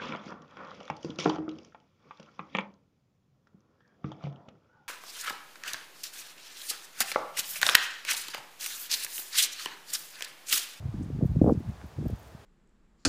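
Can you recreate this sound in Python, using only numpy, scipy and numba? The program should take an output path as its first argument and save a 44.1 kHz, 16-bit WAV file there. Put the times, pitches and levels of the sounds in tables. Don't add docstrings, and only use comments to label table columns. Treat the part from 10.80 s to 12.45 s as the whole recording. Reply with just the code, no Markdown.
import sys
import numpy as np
from scipy import signal
from scipy.io import wavfile
from scipy.ndimage import uniform_filter1d
from numba import njit

SR = 44100
rng = np.random.default_rng(int(sys.argv[2]) if len(sys.argv) > 2 else 0)


def bounce(signal):
    frames = np.transpose(np.atleast_2d(signal))
    limited = np.clip(frames, -1, 1)
    pcm = np.round(limited * 32767).astype(np.int16)
    wavfile.write(sys.argv[1], SR, pcm)


def boost(x):
    u = np.asarray(x, float) / 20
    return 10 ** u


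N = 72765


def in_time(rows):
    s, *columns = np.transpose(rows)
    return [np.interp(np.arange(N) / SR, s, column) for column in columns]


def rms_one(x):
    return x / np.sqrt(np.mean(x ** 2) + 1e-20)


def drift(rate_hz):
    step = 20
    pole = np.exp(-2 * np.pi * rate_hz * step / SR)
    white = rng.standard_normal(N // step + 2002)
    slow = signal.lfilter([1], [1, -2 * pole, pole * pole], white)[2000:]
    return np.interp(np.arange(N) / step, np.arange(len(slow)), rms_one(slow))


def band(x, low_hz, high_hz, order=2):
    sos = signal.butter(order, [low_hz, min(high_hz, .45 * SR)], "band", fs=SR, output="sos")
    return signal.sosfilt(sos, x)


def needles():
    # (relative, per Hz)
    spectrum = [(30, -13.5), (70, 0), (160, -15), (320, -16.5), (740, -15), (1000, -18.5), (1400, -21.5),
                (2100, -27), (4000, -31.5), (6200, -34.5), (10000, -41.5), (15500, -45.5)]
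    # time_s, level_db (of the 1.5-4 kHz part)
    swell = [(0.0, -63.5), (0.546, -65.5), (0.96, -63.5), (1.65, -64)]
    whole_above_part_db = 12.5
    flicker_db = 0.26
    edges_hz = 28 * 2 ** np.arange(0, 9.6, .5)
    together = drift(3.0)
    white = rng.standard_normal((2, N))
    hz, density_db = np.transpose(spectrum)
    hiss = 0
    for k, (low, high) in enumerate(zip(edges_hz, edges_hz[1:])):
        band_db = np.interp(np.log(low * high) / 2, np.log(hz), density_db)
        band_db = band_db + flicker_db * (1.8 * together + drift(30))
        hiss = hiss + boost(band_db) * band(white[k % 2], low, high)
    return boost(in_time(swell)[0] + whole_above_part_db) * rms_one(hiss)


def rustles():
    # start_s, level_db (rms before the envelope), centre_hz, width_octaves,
    # length_s (between the 1/e points of the envelope)
    puffs = [(0.226, -63, 7260, .8, .014), (0.243, -64, 8000, 1.2, 0.0073), (0.456, -66, 9000, 1.6, 0.028),
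             (0.446, -67, 11500, .08, .022), (0.496, -73, 12000, .7, 0.038), (.63, -68.5, 9000, 1.5, .02),
             (0.636, -67.5, 10000, 2.2, .1), (0.711, -69, 9900, 1.7, 0.021),
             (0.727, -60.5, 5470, 0.79, 0.014), (0.794, -68, 12100, 1.0, .01), (.89, -67, 9050, 0.8, .008),
             (1.06, -66, 13600, .25, .01), (1.085, -67, 14100, 0.36, 0.0051),
             (1.254, -64.5, 12000, 1.0, .012), (1.281, -53.5, 13200, 0.31, 0.0035),
             (1.282, -58, 5340, 1.5, 0.0064), (1.296, -63, 13500, 0.39, .014),
             (1.302, -62, 7000, 1.6, .006), (1.357, -63, 6900, 2.4, .01), (1.386, -64.5, 13400, .35, 0.023),
             (1.376, -69.5, 9000, 2.4, 0.19), (1.428, -65, 9000, 1.7, 0.0054), (1.47, -71, 8680, 2.2, .015)]
    grain_db = 1.5
    out, t = np.zeros(N), np.arange(N) / SR
    grain = rng.standard_normal(N) * boost(grain_db * drift(300))
    for s, db, hz, octaves, length in puffs:
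        near = slice(int((s - length) * SR), int((s + 2 * length) * SR))
        spread = 2 ** (octaves / 2)
        puff = rms_one(band(grain[near], hz / spread, hz * spread, order=4))
        envelope = np.exp(-((t[near] - s - length / 2) / length * 2) ** 2)
        out[near] += boost(db) * puff * envelope
    return out


def ticks():
    # start_s, level_db (initial tone amplitude), pitch_hz, t60_s
    parts = [(.2273, -51, 6630, .012), (1.0148, -41, 820, 0.015), (1.0148, -41.5, 1470, 0.012),
             (1.0148, -49, 2150, 0.0081)]
    puff_db = -2
    out = np.zeros(N)
    for s, db, hz, t60 in parts:
        t = np.arange(int(t60 * SR)) / SR
        white = rng.standard_normal(4000)[:len(t)]
        puff = rms_one(band(white, hz / 1.4, hz * 1.25, order=3))
        ring = np.sin(2 * np.pi * hz * t)
        start = int(s * SR)
        out[start:start + len(t)] += boost(db - 60 * t / t60) * (ring + boost(puff_db) * puff)
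    return out


def eddies():
    # start_s, level_db (nominal peak), pitch_hz (nominal; the swing starts at 1.203 times it)
    thumps = [(0.208, -27.5, 206), (.3, -28.5, 350), (0.41, -28, 514), (.423, -16.5, 318),
              (0.415, -32, 515), (.427, -16.5, 187), (.435, -26, 470), (.445, -26.5, 457),
              (0.45, -14.5, 168), (0.495, -28, 160), (0.559, -27.5, 420), (0.563, -13.5, 186),
              (0.614, -7.5, 367), (.623, -15.5, 299.6), (.642, -16.5, 528), (0.652, -19, 306),
              (.663, -19.5, 639), (.672, -16, 425), (.686, -16, 665), (.704, -13, 395), (0.72, -14, 353),
              (.748, -26.5, 394), (.803, -29.5, 278), (0.892, -27, 147), (1.038, -33, 248),
              (1.186, -31, 370), (1.208, -26, 245), (1.225, -29.5, 375), (1.253, -34, 527),
              (1.259, -24, 417), (1.269, -37, 119), (1.298, -28.5, 424), (1.321, -46, 201),
              (1.545, -37, 200)]
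    decay_cycles, rise_cycles = 0.76, 0.83
    mean_sag = 0.31
    overtone_db = -19.5
    out = np.zeros(N + SR)
    for (s, db, hz), (turn, jitter) in zip(thumps, rng.random((len(thumps), 2))):
        cycles = np.arange(int(8 * SR / hz)) * hz / SR
        rise = 1 - np.exp(-(cycles / rise_cycles) ** 3)
        shape = rise * np.exp(-(cycles / decay_cycles / 2) ** 2)
        sag = mean_sag * (.5 + jitter)
        phase = 2 * np.pi * (1.203 * np.log1p(sag * cycles) / sag + turn)
        overtone = boost(overtone_db) * np.sin(2 * phase) * np.exp(-cycles / 1.9)
        start = int(s * SR)
        out[start:start + len(cycles)] += boost(db) * (np.sin(phase) + overtone) * shape / shape.max()
    return out[:N]


@njit
def moving_lowpass(x, g, count):
    y = x.copy()
    for _ in range(count):
        low = mid = 0.0
        for i in range(len(y)):
            low += g[i] * mid
            mid += g[i] * (y[i] - low - 1.3 * mid)
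            y[i] = low
    return y


def buffeting():
    # time_s, level_db (before levelling and thinning),
    # corner_hz (before the fast unsteadiness)
    gusts = [(0, -39, 137), (0.04, -36, 138), (0.064, -33, 158), (0.12, -36, 168), (0.2, -32, 240),
             (0.3, -38, 258), (0.345, -28, 177), (0.39, -35, 245), (0.412, -38.5, 470), (0.43, -17.5, 224),
             (0.462, -40.5, 157), (0.482, -37, 157), (0.5, -22, 160), (0.535, -32, 173),
             (0.565, -30.5, 203), (0.583, -31.5, 200), (0.607, -27, 230), (0.615, -19, 446),
             (0.635, -21, 276), (0.665, -23, 485), (0.69, -23, 638), (0.725, -25, 373), (0.74, -37.5, 286),
             (0.77, -27, 220), (0.8, -39, 242), (0.84, -39.5, 168), (0.89, -30.5, 175), (0.935, -44.5, 148),
             (1.0, -57, 151), (1.025, -49, 148), (1.04, -34, 267), (1.065, -38.5, 96), (1.11, -84, 149),
             (1.165, -43, 155), (1.19, -26, 225), (1.23, -36, 227), (1.26, -26, 327), (1.28, -29.5, 134),
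             (1.3, -38, 338), (1.335, -26, 187), (1.355, -49, 150), (1.37, -53, 150), (1.5, -57, 153),
             (1.55, -50, 202), (1.58, -66.5, 150), (1.65, -64, 144)]
    lump_spread_db, lump_rate_hz = 2.5, 67
    corner_oct_per_db = 0.0632
    skirt_db = -20
    level_window_s, level_share = 0.0318, 0.78
    big_eddy_share, big_eddy_cut = 0.46, 0.2
    level_db, corner_hz = in_time(gusts)
    lump_db = lump_spread_db * drift(lump_rate_hz)
    corner_hz = np.clip(corner_hz * 2 ** (corner_oct_per_db * lump_db), 40, 2000)
    g = 2 * np.pi * corner_hz / SR
    wide = moving_lowpass(rng.standard_normal(N), g, count=2)
    steep = moving_lowpass(wide, g, count=1)
    air = (steep + boost(skirt_db) * wide) * np.sqrt(SR / 2 / corner_hz)
    local_power = uniform_filter1d(air ** 2, int(level_window_s * SR)) + 0.044
    air = boost(level_db + lump_db) * air / local_power ** (level_share / 2)
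    return air - big_eddy_cut * moving_lowpass(air, big_eddy_share * g, count=1)


def scene():
    return (needles() + rustles() + ticks() + eddies() + buffeting())[None]


def top_cut(x):
    return signal.sosfilt(signal.butter(12, 15680, fs=SR, output="sos"), x)


def record(dry):
    bass_cut_hz = 55.3
    sos = signal.butter(4, bass_cut_hz, "high", fs=SR, output="sos")
    mix = signal.sosfilt(sos, dry)
    return top_cut(mix)


dry = scene()
out = record(dry)
bounce(out)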